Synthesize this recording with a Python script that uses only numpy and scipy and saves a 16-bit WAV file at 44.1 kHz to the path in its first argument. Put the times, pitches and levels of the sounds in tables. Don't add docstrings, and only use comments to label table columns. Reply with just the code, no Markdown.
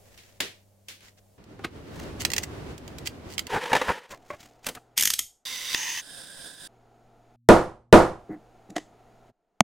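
import sys
import numpy as np
from scipy import signal
from scipy.io import wavfile
from scipy.ndimage import uniform_filter1d

SR = 44100
rng = np.random.default_rng(int(sys.argv[2]) if len(sys.argv) > 2 else 0)


def materialize(psi):
    bounded = np.clip(np.atleast_2d(psi).T, -1, 1)
    quanta = np.round(bounded * 32767).astype(np.int16)
    wavfile.write(sys.argv[1], SR, quanta)


N = 424683
TIME = np.arange(N) / SR
SWING_START_S = 3.465

# freq_hz, level_db
LEATHER_SPECTRUM = [(60, -22), (200, -11.5), (420, -8), (1400, -6), (3100, -9.5), (4300, -16.5),
                    (10000, -26.5), (16000, -37)]
# freq_hz, t60_s
SHOP_DECAY = [(60, 0.49), (200, 0.3), (700, 0.1), (7000, 0.3), (15000, 0.21)]


def amp(db):
    return 10 ** (np.asarray(db) / 20)


def read(points, hz):
    freq_hz, value = np.transpose(points)
    return np.interp(np.log(hz + 1), np.log(freq_hz + 1), value)


def add(mix, start_s, sound):
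    part = mix[:, round(start_s * SR):][:, :sound.shape[-1]]
    part += sound[..., :part.shape[1]]


def spread(mid, side, width=.3, pan_db=0):
    return np.array([mid + width * side, mid - width * side]) * amp([[pan_db / 2], [-pan_db / 2]])


def centre_bass(x, below_hz):
    side = (x[0] - x[1]) / 2
    treble = signal.lfilter(*signal.butter(1, below_hz, "high", fs=SR), side)
    return spread(x.mean(0), .25 * side + .75 * treble, width=1)


def body(spectrum, modes=(), tilt_db_oct=0, ripple_db=0):
    hz = abs(np.fft.fftfreq(4096, 1 / SR))
    db = read(spectrum, hz) + tilt_db_oct * np.log2(np.maximum(hz, 250) / 1000)
    weak_hz = np.arange(0, SR, 70)
    db += ripple_db * np.interp(hz, weak_hz, rng.uniform(-1.02, 1, len(weak_hz)))
    for centre_hz, width_hz, lift_db in modes:
        db += lift_db * np.exp2(-(2 * (hz - centre_hz) / width_hz) ** 2)
    minimum_phase = np.exp(np.conj(signal.hilbert(np.log(amp(db)))))
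    response = np.fft.ifft(minimum_phase).real[:len(hz) // 2]
    return response / np.linalg.norm(response)


def level(curve):
    time_s, db = np.transpose(curve)
    inside = (TIME >= time_s[0]) & (TIME <= time_s[-1])
    return uniform_filter1d(amp(np.interp(TIME, time_s, db)) * inside, size=128)


def swell(start_s, length_s, level_db):
    shape = [(-1 / 4, -24), (1 / 5, -2), (2 / 3, 0), (5 / 4, -24)]
    return [(start_s + share * length_s, level_db + dip_db) for share, dip_db in shape]


def rush(curve, spectrum, modes=(), grain_db=0, grain_s=.0048, width=.1, pan_db=0, ripple_db=0):
    gain = level(curve)
    live = np.flatnonzero(gain > 1e-9)
    white = rng.standard_normal((2, len(live)))
    knots_s = np.arange(0, 10, grain_s)
    grip = np.clip(rng.standard_normal(20000)[:len(knots_s)], -2, 2)
    clumps = amp(grain_db * np.interp(TIME[live], knots_s, grip))
    clumps /= np.sqrt(np.mean(clumps ** 2) + 1e-20)
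    response = body(spectrum, modes, ripple_db=ripple_db)
    sound = signal.oaconvolve(white * clumps, response[None], axes=1)[:, :len(live)]
    out = np.zeros((2, N))
    out[:, live] = spread(*sound, width, pan_db) * gain[live]
    return out


def hits(rows, spectrum, modes=(), rise_s=.0004, width=.13, pan_db=0, wander=.041, lead_in=0):
    lead_in_s = .004
    t = TIME[:SR // 4] - 2 * lead_in_s
    after_s = np.maximum(t, 0)
    out = np.zeros((2, N))
    for start_s, db, t60_s, tilt_db_oct in rows:
        shift = 1 + wander * rng.uniform(-1.1, 1)
        shifted = [(hz * shift, width_hz, lift_db) for hz, width_hz, lift_db in modes]
        response = body(spectrum, shifted, tilt_db_oct)
        envelope = amp(-60 * after_s / t60_s) * (1 - np.exp(-after_s / rise_s))
        envelope += lead_in * np.exp(-abs(t) / lead_in_s)
        burst = rng.standard_normal((2, len(t))) * envelope
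        chatter = signal.fftconvolve(burst, response[None], axes=1)
        chatter *= np.linalg.norm(envelope) / np.linalg.norm(chatter, axis=1, keepdims=True)
        add(out, start_s + t[0], amp(db) * spread(*chatter, width, pan_db))
    return out


def alike(rows, t60_s, tilt_db_oct=0, gain_db=0):
    return [(start_s, db + gain_db, t60_s, tilt_db_oct) for start_s, db in rows]


def ringing(modes, rise_s, scatter=1):
    t = TIME[:SR]
    waves = sum(amp(db - 60 * t / t60_s) * np.sin(2 * np.pi * (hz * t + scatter * rng.random()))
                for hz, db, t60_s in modes)
    return waves * (1 - np.exp(-t / rise_s))


def tail(decay):
    hz, t, bands = signal.stft(rng.standard_normal((2, SR * 3 // 4)), SR, nperseg=256)
    return signal.istft(bands * amp(-60 * t / read(decay, hz)[:, None]), SR, nperseg=256)[1]


def room(x, decay, wet_db, width=.13):
    response = spread(*tail(decay), width)
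    response /= np.linalg.norm(response[0])
    return x + amp(wet_db) * signal.oaconvolve(x.mean(0)[None], response, axes=1)[:, :N]


def backgrounds():
    # freq_hz, level_db
    table_air = [(100, -5.5), (300, -14), (580, -7.5), (1300, -27), (4000, -28.5), (7000, -26),
                 (15000, -29.5)]
    yard_air = [(25, -15.5), (75, 1.5), (202, -5), (293, -2.5), (790, -16), (4380, -31.5), (15000, -47)]
    shop_air = [(30, 0), (122, -16), (154, -9.5), (472, -4.5), (552, -12), (716, -4.5), (1140, -17),
                (15000, -43)]
    # time_s, level_db
    table_curve = [(0, -58.5), (.8, -67), (1.38, -64)]
    yard_curve = [(1.38, -51), (1.85, -45), (2.0, -39), (2.75, -40.5), (2.8, -43), (3.48, -45)]
    shop_curves = [
        [(4.09, -56), (4.95, -63), (5.45, -76.5)],
        [(6.68, -61), (7.36, -60)],
        [(8.19, -57), (9.3, -57), (9.32, -81.5), (9.63, -74)],
    ]
    # start_s, end_s, pitch_hz, level_db
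    hums = [(0, 1.347, 99, -64), (4.097, 5.24, 119.3, -69), (6.69, 9.32, 118.6, -66)]
    yard = rush(yard_curve, yard_air, grain_db=2, grain_s=.063, width=1, pan_db=-1)
    out = rush(table_curve, table_air, width=.63) + centre_bass(yard, below_hz=760)
    for curve in shop_curves:
        out += rush(curve, shop_air, modes=[(700, 200, 4.6), (1342, 190, 5.3), (6700, 410, 8)], width=.2)
    for start_s, end_s, hz, db in hums:
        phase = 2 * np.pi * hz * TIME
        hum = np.sqrt(2) * (np.sin(phase) + amp(-8) * np.sin(2 * phase))
        out += level([(start_s, db), (end_s, db)]) * hum
    return out


def brushes(rows, grain_db, width):
    # freq_hz, level_db
    spectrum = [(200, 2.5), (900, -5.5), (1900, 2), (3600, -2.5), (7000, -3), (10000, -13.5),
                (16000, -13.5)]
    return sum(rush(swell(*row), spectrum, grain_db=grain_db, width=width) for row in rows)


def wallet():
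    # start_s, length_s, level_db
    rustles = [(0, 0.42, -62), (.88, 0.1, -59), (1.02, 0.097, -55), (1.172, 0.025, -60)]
    # start_s, level_db, t60_s, tilt_db_oct
    drops = [(0.176, -34.5, 0.012, 2), (0.403, -12, 0.026, 0.5), (.884, -24, 0.015, 2.5),
             (1.006, -40.5, 0.014, 1)]
    # freq_hz, level_db
    spectrum = [(60, -17.5), (408, -5), (767, -13), (1200, -14.5), (1820, -4.5), (3420, -3.5), (16000, -23)]
    reflections = [(start_s, db - 17.5, .3, tilt - 1.5) for start_s, db, _, tilt in drops]
    wash = hits(reflections, spectrum, rise_s=.0023, width=.89)
    slaps = hits(drops, spectrum, rise_s=.0024, width=.6)
    return centre_bass(slaps + wash + brushes(rustles, grain_db=3, width=.95), below_hz=400)


def scissors():
    # start_s, level_db, t60_s, tilt_db_oct
    landing = [(1.6455, -21.5, 0.034, -1.5)]
    # start_s, level_db
    snaps = [(1.44, -53), (2.25, -13), (2.3019, -26), (2.317, -25.5), (2.3345, -17.5), (2.3638, -21),
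             (2.3807, -15.5), (2.779, -40), (2.878, -38), (2.984, -34.5), (3.072, -21), (3.3802, -20),
             (3.392, -20), (3.4682, -31.5)]
    # start_s, length_s, level_db
    closings = [(2.201, 0.034, -33), (2.426, 0.022, -33.5), (3.056, .018, -36.5), (3.289, .07, -46)]
    # freq_hz, level_db
    spectrum = [(150, -13), (1300, -9.5), (2000, -4.5), (4800, -3), (7500, -2.5), (9000, -10.5),
                (16000, -13.5)]
    # centre_hz, width_hz, lift_db
    modes = [(2025, 300, 9), (2950, 490, 6.5), (4530, 370, 4.5)]
    snips = hits(alike(snaps, t60_s=.023), spectrum, modes, width=.8, pan_db=-5, wander=.13)
    shears = sum(rush(swell(*row), spectrum, modes, grain_db=8, grain_s=.0005, width=.8, pan_db=-2.5)
                 for row in closings)
    patch = hits(landing, LEATHER_SPECTRUM, rise_s=.00097, lead_in=.31)
    return room(patch + snips + shears, decay=[(1000, .1)], wet_db=-9.5)


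def hollow(time_s):
    # centre_hz, width_hz, lift_db
    modes = [(435, 120, 12), (820, 190, 9), (1590, 300, 5)]
    rise_per_s = .47
    shift = 1 + rise_per_s * max(time_s - SWING_START_S, 0)
    return [(hz * shift, width_hz, lift_db) for hz, width_hz, lift_db in modes]


def hide():
    # start_s, length_s, level_db
    drags = [(3.525, 0.068, -23.5), (3.878, .04, -19.5), (4.106, .05, -41.5), (4.316, .04, -41),
             (4.756, .03, -42.5)]
    slides = [(1.93, 0.13, -49), (4.1, 0.065, -44), (4.22, 0.38, -59), (4.39, 0.061, -51.5),
              (4.635, 0.04, -47)]
    # start_s, level_db
    flops = [(1.592, -36.5), (3.718, -19.5), (4.303, -26)]
    slaps = [(3.730, -8), (3.751, -9.5), (3.764, -12), (3.814, -14.5)]
    # freq_hz, level_db
    slack = [(100, -7), (1700, -6.5), (3600, -23), (16000, -44)]
    swing_s = SWING_START_S + np.cumsum([0, .04, .43, .165])
    swing = list(zip(swing_s, [-60.5, -34.5, -34.5, -60.5]))
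    swish = rush(swing, LEATHER_SPECTRUM, hollow(swing_s.mean()), grain_db=3, grain_s=.01, width=.03)
    dragging = sum(rush(swell(*row), slack, hollow(row[0]), grain_db=2) for row in drags)
    flopping = sum(hits([row], slack, hollow(row[0])) for row in alike(flops, t60_s=.048))
    slapping = sum(hits([row], LEATHER_SPECTRUM, hollow(row[0]), rise_s=.0008, width=.03)
                   for row in alike(slaps, t60_s=.042, tilt_db_oct=-1.13))
    sliding = brushes(slides, grain_db=6.5, width=.1)
    return swish + dragging + sliding + room(flopping + slapping, SHOP_DECAY, wet_db=-10.5, width=.05)


def template():
    # start_s, level_db
    landings = [(4.666, -20.5), (4.687, -24), (4.75, -35)]
    clicks = alike(landings, t60_s=.036, tilt_db_oct=6)
    thuds = alike(landings, t60_s=.13, tilt_db_oct=-6.5, gain_db=-12)
    contacts = hits(clicks + thuds, LEATHER_SPECTRUM, rise_s=.001, width=.061, lead_in=.17)
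    return room(contacts, SHOP_DECAY, wet_db=-15.5)


def knife_ratchet():
    # start_s, level_db
    detents = [(4.977, -9.5), (4.985, -14.5), (4.997, -17), (5.009, -12), (5.024, -11.5), (5.034, -12.5),
               (5.054, -9), (5.0736, -11), (5.1025, -12), (5.1364, -13.5), (5.191, -12)]
    # freq_hz, level_db
    spectrum = [(60, -12), (749, -20), (2000, -4.5), (3580, -4), (6580, 1.5), (7940, -2.5), (14600, -4),
                (16000, -30)]
    clicks = hits(alike(detents, t60_s=.019), spectrum, modes=[(3170, 630, 7.4)],
                  rise_s=.00071, width=.087, lead_in=.13)
    scrape = rush(swell(4.976, .058, -27.5), spectrum, modes=[(2406, 1300, 12)], grain_db=7.5, width=.17)
    return room(clicks + scrape, SHOP_DECAY, wet_db=-8)


def knife_cuts():
    # freq_hz, level_db
    straight = [(700, -13), (1400, -10.5), (2300, -1.5), (4000, -4), (6500, -14), (7500, -6.5),
                (13000, -13.5)]
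    curved = [(230, -0.5), (700, 0.5), (1000, -7), (7000, -8), (15500, -16.5)]
    # centre_hz, width_hz, lift_db
    entry_modes = [(1020, 170, 9), (2020, 330, 7.8), (3620, 760, 8.3), (4800, 360, 6.9), (5970, 1700, 13.6)]
    draw_modes = [(1005, 220, 13), (1870, 410, 10), (2840, 520, 10), (3590, 250, 5.9), (5550, 1720, 12.7),
                  (6440, 670, 14)]
    corner_modes = [(1610, 380, 11.4), (3600, 730, 12), (5030, 850, 9.3), (9120, 2400, 14)]
    # time_s, level_db
    entry_curve = [(5.453, -34), (5.64, -36), (5.75, -29.5)]
    draw_curve = [(5.75, -30), (6.0, -33.5), (6.015, -43)]
    corner_curve = [(6.015, -50.5), (6.18, -43.5), (6.32, -48), (6.47, -42.5), (6.56, -51), (6.64, -44),
                    (6.675, -44.5)]
    # start_s, level_db, t60_s, tilt_db_oct
    snag = [(5.746, -9, 0.013, -2)]
    entry = rush(entry_curve, straight, entry_modes, grain_db=2, grain_s=.00096,
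                 width=.3, pan_db=-3.5, ripple_db=5)
    draw = rush(draw_curve, straight, draw_modes, grain_db=1.7, grain_s=.0017,
                width=.3, pan_db=-1.5, ripple_db=5)
    corner = rush(corner_curve, curved, corner_modes, grain_db=1, width=.52, pan_db=-4.5, ripple_db=5)
    catch = hits(snag, straight, draw_modes[1:], rise_s=.00044)
    return entry + catch + draw + corner


def mallet():
    # start_s, gain_db
    blows = [(7.4888, 0), (7.927, 2)]
    # freq_hz, level_db
    spectrum = [(25, -10.5), (110, -9), (190, -3), (680, -5.5), (1300, -12), (1900, -21), (2700, -28.5),
                (10000, -39.5), (16000, -59)]
    # freq_hz, t60_s
    decay = [(30, 0.46), (130, 0.24), (700, 0.36), (2000, 0.32), (8000, 0.33), (15000, 0.29)]
    # pitch_hz, level_db, t60_s
    modes = [(194, -4, .21), (333, -4.5, .32), (376, -12, .33), (443, -9.5, .22), (510, -9, .35),
             (620, -4, .23), (822, -12, .22), (937, -11, .26), (991, -8, .22), (1436, -13.5, .19)]
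    out = hits(alike(blows, t60_s=.006, gain_db=-2), spectrum=[(3000, .5), (16000, -19)], rise_s=.000091)
    walls = signal.fftconvolve(tail(decay), body(spectrum)[None], axes=1)
    boom = centre_bass(spread(*walls, width=.47, pan_db=-2.5), below_hz=1100)
    bench = spread(ringing(modes, rise_s=.0023), ringing(modes, rise_s=.0044), width=.25, pan_db=-2.5)
    for start_s, db in blows:
        add(out, start_s, amp(db - 5) * boom)
        add(out, start_s, amp(db - 3.5) * bench)
    return out


def punch_pull():
    # start_s, level_db, t60_s, tilt_db_oct
    tugs = [(8.291, -29, 0.19, -10), (8.690, -39.5, 0.15, -12), (8.703, -41.5, 0.014, 8),
            (8.764, -15, 0.021, 3), (8.781, -22, 0.014, 3)]
    # freq_hz, level_db
    spectrum = [(50, -38), (200, -10.5), (480, -10), (1200, -22), (7000, -36.5), (16000, -66)]
    # centre_hz, width_hz, lift_db
    modes = [(315, 70, 13), (730, 120, 11), (1950, 500, 8)]
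    pulls = hits(tugs, spectrum, modes, rise_s=.00095, width=.049, wander=0, lead_in=.19)
    twist = rush(swell(8.3, .064, -41.5), [(400, 1), (2100, -14.5), (2900, -39)], modes, grain_db=2)
    return twist + room(pulls, SHOP_DECAY, wet_db=-13.5)


def knock():
    # start_s, level_db, t60_s, tilt_db_oct
    contact = [(9.6063, 12, 0.0037, -1.3)]
    # pitch_hz, level_db, t60_s
    modes = [(209, -4, 0.026), (637, 2.5, 0.009)]
    spectrum = [(60, -7), (700, 4), (2200, -3.5), (3400, -11.5), (6500, -13), (16000, -46)]
    out = hits(contact, spectrum, rise_s=.000098)
    add(out, contact[0][0], ringing(modes, rise_s=.0008, scatter=0))
    return out


def scene():
    return (backgrounds() + wallet() + scissors() + hide() + template()
            + knife_ratchet() + knife_cuts() + mallet() + punch_pull() + knock())


def record(dry):
    ceiling, cutoff_hz = .84, 16000
    clipped = dry / (1 + (dry / ceiling) ** 6) ** (1 / 6)
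    lowpass = signal.firwin(511, cutoff_hz, window=("kaiser", 9), fs=SR)
    return signal.oaconvolve(clipped, lowpass[None], "same")


dry = scene()
out = record(dry)
materialize(out)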